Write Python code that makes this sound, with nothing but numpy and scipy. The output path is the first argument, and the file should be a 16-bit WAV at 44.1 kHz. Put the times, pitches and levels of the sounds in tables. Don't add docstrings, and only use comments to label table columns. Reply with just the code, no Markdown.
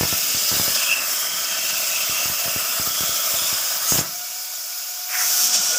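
import sys
import numpy as np
from scipy import signal
from scipy.fft import rfft, irfft, next_fast_len
from scipy.io import wavfile
from scipy.ndimage import uniform_filter1d, map_coordinates

SR = 44100
rng = np.random.default_rng(int(sys.argv[2]) if len(sys.argv) > 2 else 0)


def generate_wav(signal):
    frames = np.transpose(np.atleast_2d(signal))
    scaled = np.clip(frames, -1, 1) * 32767
    pcm = np.round(scaled).astype(np.int16)
    wavfile.write(sys.argv[1], SR, pcm)


N = 254898

# start in seconds, relative level in dB.
POPS = [(0.01, -12.5), (0.034, -13), (0.127, -18.5), (0.348, -22), (0.516, -22), (0.526, -22), (0.54, -22),
        (0.567, -23), (0.598, -14.5), (0.68, -21), (0.704, -27), (2.096, -26), (2.257, -24), (2.299, -23),
        (2.458, -26), (2.48, -25.5), (2.562, -22), (2.798, -19), (2.874, -23.5), (3.008, -22), (3.033, -26),
        (3.093, -27), (3.34, -27.5), (3.42, -29), (3.528, -25.5), (3.922, -13.5), (3.931, -24),
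        (3.956, -19), (3.985, -17.5), (3.991, -14), (4.012, -22)]

ARC_OFF_S, ARC_RELEASE_S = 4.006, 0.093
MOVE_S, RUN_UP_S = 4.96, 0.6


def arc(hiss_trim_db=-0.02, fizz_trim_db=5.5):
    # time in seconds, hiss and fizz levels in dB before trim.
    levels = [(0.0, -24.5, -29.5), (0.18, -26, -25), (0.38, -24.5, -29.5), (0.42, -23, -26.5),
              (0.74, -25, -25.5), (0.75, -22, -28), (1.01, -30.5, -33.5), (1.11, -27, -26),
              (1.3, -30, -31.5), (1.39, -28, -29), (1.48, -27, -35), (1.82, -26, -29), (2.54, -28.5, -29),
              (3.37, -25, -27), (3.71, -26, -27.5), (3.82, -29.5, -29.5), (3.92, -25, -23),
              (3.99, -25.5, -26)]
    # frequency in Hz, relative density in dB per Hz.
    colour = [(380, -22), (490, -14.5), (580, -7), (700, -5.5), (790, -14.5), (1060, -10.5), (1330, -4),
              (1950, -10.5), (3300, 0), (4200, -5), (5100, 4.5), (7200, 2), (8900, -2), (11200, -2),
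              (15400, 7)]
    # centre in Hz, width in Hz, gain in dB before depth.
    plate = [(1290, 40, 2), (1338, 55, 2.5), (1413, 97, -4), (1512, 22, 7.5), (1550, 60, -1.5),
             (1746, 45, 2), (2100, 40, 1)]
    flare_s, flare_attack_s, shriek_hz, shriek_half_width_hz, shriek_db = 3.872, 0.017, 7000, 750, -24.5
    roar_db, roar_release_s = -34.5, 0.65
    stir_db, stir_attack_s, stir_release_s = -27.5, 0.0057, 0.16

    noise = reflected(rush(colour, patchy_db=1.82, drift_db=1.94), strength=0.28, nozzle_depth=0.28)
    noise = ridged(noise, plate, depth=1.12)
    hiss_db, fizz_db = curves(levels)
    lit = burning(ARC_RELEASE_S)
    stirred = sum(amp(db + stir_db) * envelope(s, stir_attack_s, s, stir_release_s) for s, db in POPS)
    roar = amp(roar_db) * burning(roar_release_s) + stirred * lit
    gains = (amp(hiss_db + hiss_trim_db) * lit, roar, amp(fizz_db + fizz_trim_db) * lit)
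    flame = jet(noise, gains, flutter_db=0.8, flutter_knots_per_s=61.34)
    flare = envelope(flare_s, flare_attack_s, ARC_OFF_S, ARC_RELEASE_S)
    return flame + amp(shriek_db) * flare * whistle(shriek_hz, shriek_half_width_hz)


def kerf(whistle_half_width_hz=117, mode_half_width_hz=95, wander_db=3, wander_knots_per_s=3):
    # start in seconds, length in seconds, frequency in Hz, mid-swell level in dB.
    whistles = [(0.0, 0.48, 2640, -38), (0.0, 0.93, 7040, -37), (0.72, 0.27, 3250, -33),
                (0.757, 0.31, 2660, -29), (0.892, 0.055, 2680, -21.5), (1.09, 0.68, 3160, -34),
                (1.428, 0.51, 2686, -34), (1.906, 0.14, 2630, -29.5), (1.915, 0.32, 3190, -36.5),
                (2.078, 0.24, 2696, -31.5), (2.302, 0.55, 2730, -35), (2.856, 0.43, 3324, -34.5),
                (3.13, 0.58, 7200, -35.5), (3.352, 0.15, 3510, -30.5), (3.78, 0.25, 9600, -35),
                (3.836, 0.1, 6420, -26)]
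    # frequency in Hz, level in dB before wander.
    kerf_modes = [(5070, -42.5), (7230, -44.5), (7920, -43), (9530, -53)]
    out = np.zeros(N)
    for s, length_s, hz, db in whistles:
        out += amp(db) * swell(s, length_s) * whistle(hz, whistle_half_width_hz, ragged_db=1.2)
    for hz, db in kerf_modes:
        level = amp(db + wander_db * wobble(wander_knots_per_s))
        out += level * whistle(hz, mode_half_width_hz) * burning(ARC_RELEASE_S)
    return out


def spatter(count=30, faint_db=-45, level_db=2):
    spike_s, spike_gain, puff_s, puff_gain = 0.00014, 1.2, 0.0008, 0.62
    sizzle_db, sizzle_t60_s = -15, 0.012
    afterpop_s, afterpop_db = 0.035, -8
    low_cut_hz = 78

    faint = [(when * ARC_OFF_S, faint_db + 10 * size) for when, size in rng.random((count, 2))]
    after = [(s + afterpop_s * rng.uniform(0.201, 1), db + afterpop_db)
             for s, db in POPS if s + afterpop_s < ARC_OFF_S]
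    bursts = [*POPS, *after, *faint]
    draws = rng.standard_normal((len(bursts), 3))
    t = np.arange(SR // 16) / SR
    out = np.zeros(N + SR)
    for (s, db), (sharp, deep, side) in zip(bursts, draws):
        spike = spike_gain * bump(t / (spike_s * np.exp(0.24 * sharp)))
        puff = puff_gain * bump(t / (puff_s * np.exp(0.18 * deep)))
        sizzle = amp(sizzle_db - 60 * t / sizzle_t60_s) * rng.standard_normal(len(t))
        out[round(s * SR):][:len(t)] += amp(db) * (np.sign(side) * (spike + puff) + sizzle)
    return amp(level_db) * high_passed(out[:N], 3, low_cut_hz)


def spray(hiss_trim_db=0.6, fizz_trim_db=2.5):
    # time in seconds, hiss and fizz levels in dB before trim.
    levels = [(5.1, -34, -35), (5.196, -25, -24.5), (5.45, -19, -22), (5.516, -23.5, -34),
              (5.554, -18.5, -31), (5.596, -22, -47), (5.616, -21, -30), (5.78, -22.5, -33)]
    # frequency in Hz, relative density in dB per Hz.
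    colour = [(380, -28), (650, -10), (850, -16), (1350, -7), (1900, -15.5), (3300, -9.5), (4200, -12),
              (5600, 2), (7500, -3.5), (9500, -7.5), (11200, -6), (13200, -1), (15400, -1)]
    roar_db, roar_attack_s = -37, 0.36
    splash_s, splash_length_s, splash_db = 5.53, 0.036, 3.5
    gurgle_s, gurgle_length_s, gurgle_hz, gurgle_db = 5.7, 0.1014, 576, -41

    noise = reflected(rush(colour, patchy_db=0.6, drift_db=1.0), strength=0.52, nozzle_depth=0.11)
    hiss_db, fizz_db = curves(levels)
    roar = amp(roar_db) * np.minimum(since(MOVE_S) / roar_attack_s, 1)
    gains = (amp(hiss_db + hiss_trim_db), roar, amp(fizz_db + fizz_trim_db))
    mist = jet(noise, gains, flutter_db=0.04, flutter_knots_per_s=120)
    mist = mist * during(levels) * amp(splash_db * swell(splash_s, splash_length_s))
    gurgle = whistle(gurgle_hz, half_width_hz=67, ragged_db=3)
    return mist + amp(gurgle_db) * swell(gurgle_s, gurgle_length_s) * gurgle


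def edge():
    start_s, from_hz, to_hz, glide_s = 5.072, 3000, 1780, 0.033
    level_db, attack_s, release_s = -29, 0.071, 1.0
    hz = to_hz + (from_hz - to_hz) * np.exp(-since(start_s) / glide_s)
    whoosh = high_passed(whistle(hz, half_width_hz=570, ragged_db=4.5), 4, 900)
    return amp(level_db) * envelope(start_s, attack_s, start_s + attack_s, release_s) * whoosh


def air(level_db=-26.5):
    # frequency in Hz, relative density in dB per Hz.
    colour = [(240, -28), (380, -38), (500, -22), (600, -13.5), (700, -10.5), (800, -17), (1350, -10),
              (1950, -16.5), (2400, -11), (4200, -9.5), (5150, -1.5), (7100, -2), (8800, -10.5),
              (11200, -10), (15400, -2.5)]
    noise = rush(colour, patchy_db=1.5, drift_db=-0.66)
    return amp(level_db) * reflected(noise, strength=0.59, nozzle_depth=1.45)


def drive(hum_hz=243, hum_db=-51.5):
    # time in seconds, pitch in Hz, fundamental and octave rms levels in dB before waver.
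    whine = [(4.08, 718, -48, -58), (4.136, 712, -45.5, -50), (4.43, 738, -50, -56),
             (4.444, 735.4, -50, -50), (4.6, 735, -57.5, -54), (5.04, 730, -49, -53),
             (5.144, 730, -40.5, -43), (5.608, 729.7, -43.5, -46.5), (5.78, 722, -46, -30)]
    hz, first_db, octave_db = curves(whine)
    phase = 2 * np.pi * np.cumsum(hz * (1 + 0.0024 * wobble(40))) / SR
    first = amp(first_db + 1.9 * wobble(24.8)) * np.sin(phase)
    octave = amp(octave_db + 1.8 * wobble(35)) * np.sin(2 * phase)
    hum = amp(hum_db) * effort() * whistle(hum_hz, half_width_hz=7.1)
    return np.sqrt(2) * (first + octave) * during(whine) + hum


def rumble(rest_db=-65.5, arc_db=-52, travel_db=-48.5, arc_release_s=0.46):
    # frequency in Hz, relative density in dB per Hz.
    colour = [(25, -28), (70, -12), (125, -10.5), (178, 4.5), (215, 3), (280, 2), (340, 0.5), (460, -11),
              (700, -19.5)]
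    level = amp(rest_db) + amp(arc_db) * burning(arc_release_s) + amp(travel_db) * effort()
    return rush(colour, patchy_db=2.5, drift_db=1.5) * level


def workshop(x, low_cut_hz=150):
    # frequency in Hz, time to fade by 60 dB in seconds.
    shop = [(150, 0.46), (700, 0.19), (2500, 0.25), (6000, 0.13), (15000, 0.081)]
    hz, t, z = signal.stft(rng.standard_normal(SR // 2), SR, nperseg=256)
    decay = amp(-60 * t / along(shop, hz)[:, None])
    tail = signal.istft(z * decay, SR, nperseg=256)[1]
    tail = high_passed(tail, 2, low_cut_hz)
    delayed = np.pad(tail, (SR // 200, 0))
    return signal.fftconvolve(x, delayed / np.linalg.norm(tail))[:N]


def jet(noise, gains, flutter_db, flutter_knots_per_s):
    roar = filtered(noise, lambda hz: below(hz, 2390))
    fizz = filtered(noise, lambda hz: 1 - below(hz, 8940))
    parts = (noise - roar - fizz, roar, fizz)
    flow = sum(unit(part) * gain for part, gain in zip(parts, gains))
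    return flow * amp(flutter_db * wobble(flutter_knots_per_s))


def whistle(hz, half_width_hz, ragged_db=1.6):
    slow = signal.butter(2, half_width_hz, fs=SR, output="sos")
    a, b = signal.sosfilt(slow, rng.standard_normal((2, N)))
    phase = 2 * np.pi * np.cumsum(hz * np.ones(N)) / SR
    tone = a * np.cos(phase) + b * np.sin(phase)
    return unit(tone * amp(ragged_db * wobble(35.14)))


def rush(colour, patchy_db, drift_db):
    z = signal.stft(rng.standard_normal(N), nperseg=512)[2]
    eddies = smoothed_field(z.shape, bins=6, frames=3)
    ridges = smoothed_field(z.shape, bins=2, frames=70)
    patchy = z * amp(patchy_db * eddies + drift_db * ridges)
    noise = signal.istft(patchy, nperseg=512)[1][:N]
    skirt = lambda hz: np.minimum(hz / colour[0][0], 1) ** 4
    return unit(filtered(noise, lambda hz: amp(along(colour, hz)) * skirt(hz)))


def reflected(x, strength, nozzle_depth):
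    # delay in milliseconds, gain before strength.
    echoes = [(0.498, -0.054), (1.0, -0.096), (1.322, 0.048), (1.9, -0.065), (2.61, -0.074), (3.74, -0.21)]
    # centre in Hz, width in Hz, gain in dB before depth.
    nozzle = [(1470, 130, 1), (2286, 84, 3.5), (5080, 140, 4), (5370, 180, 0), (6030, 74, 1),
              (8900, 440, -2.5), (9370, 110, 1.5), (10000, 160, 1.5), (10370, 100, 5.5), (12750, 120, 2),
              (13480, 200, 4.5), (14000, 150, 1), (14500, 150, -10), (15250, 300, 1)]
    bounced = sum(gain * np.roll(x, round(ms * SR / 1000)) for ms, gain in echoes)
    return unit(ridged(x + strength * bounced, nozzle, nozzle_depth))


def ridged(x, modes, depth):
    def response(hz):
        gain_db = sum(db / (1 + (2 * (hz - centre) / width) ** 2) for centre, width, db in modes)
        return amp(depth * gain_db)
    return filtered(x, response)


def burning(release_s):
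    return amp(-60 * since(ARC_OFF_S) / release_s)


def effort(steepness=3, ease_db_per_s=28):
    rise = np.minimum(since(MOVE_S) / RUN_UP_S, 1) ** steepness
    return rise * amp(-ease_db_per_s * since(MOVE_S + RUN_UP_S))


def since(start_s):
    return np.maximum(np.arange(N) / SR - start_s, 0)


def envelope(start_s, attack_s, end_s, release_s):
    return np.minimum(since(start_s) / attack_s, 1) * amp(-60 * since(end_s) / release_s)


def swell(start_s, length_s):
    u = np.minimum(since(start_s) / length_s, 1)
    return 2 * np.sqrt(u * (1 - u))


def bump(u):
    return u * np.exp(1 - u)


def curves(rows):
    s, *cols = np.transpose(rows)
    return [np.interp(np.arange(N) / SR, s, c) for c in cols]


def during(rows, fade_s=0.023):
    t = np.arange(N) / SR
    return np.clip(1 + np.minimum(t - rows[0][0], rows[-1][0] - t) / fade_s, 0, 1)


def wobble(knots_per_s):
    knots = np.arange(N) * knots_per_s / SR
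    coarse = knots[::32]
    values = map_coordinates(rng.standard_normal(int(knots[-1]) + 4), [coarse])
    return np.interp(knots, coarse, values)


def smoothed_field(shape, bins, frames):
    across = uniform_filter1d(rng.standard_normal(shape), size=bins, axis=0)
    return unit(uniform_filter1d(across, size=frames, axis=1))


def filtered(x, response):
    m = next_fast_len(N + SR // 2)
    return irfft(rfft(x, m) * response(np.fft.rfftfreq(m, 1 / SR)), m)[..., :N]


def high_passed(x, order, hz):
    return signal.sosfilt(signal.butter(order, hz, "high", fs=SR, output="sos"), x)


def below(hz, edge_hz):
    return 1 / (1 + (hz / edge_hz) ** 10)


def along(points, hz):
    f, v = np.transpose(points)
    return np.interp(np.log(hz + 1), np.log(f), v)


def amp(db):
    return 10 ** (np.asarray(db) / 20)


def unit(x):
    return x / np.sqrt(np.mean(np.abs(x) ** 2) + 1e-20)


def scene():
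    direct = arc() + kerf() + spatter() + spray() + edge() + air()
    mono = direct + amp(-14) * workshop(direct) + drive() + rumble()
    return np.array([mono, mono])


def record(dry, top_hz=15550):
    return filtered(dry, lambda hz: hz < top_hz)


dry = scene()
out = record(dry)
generate_wav(out)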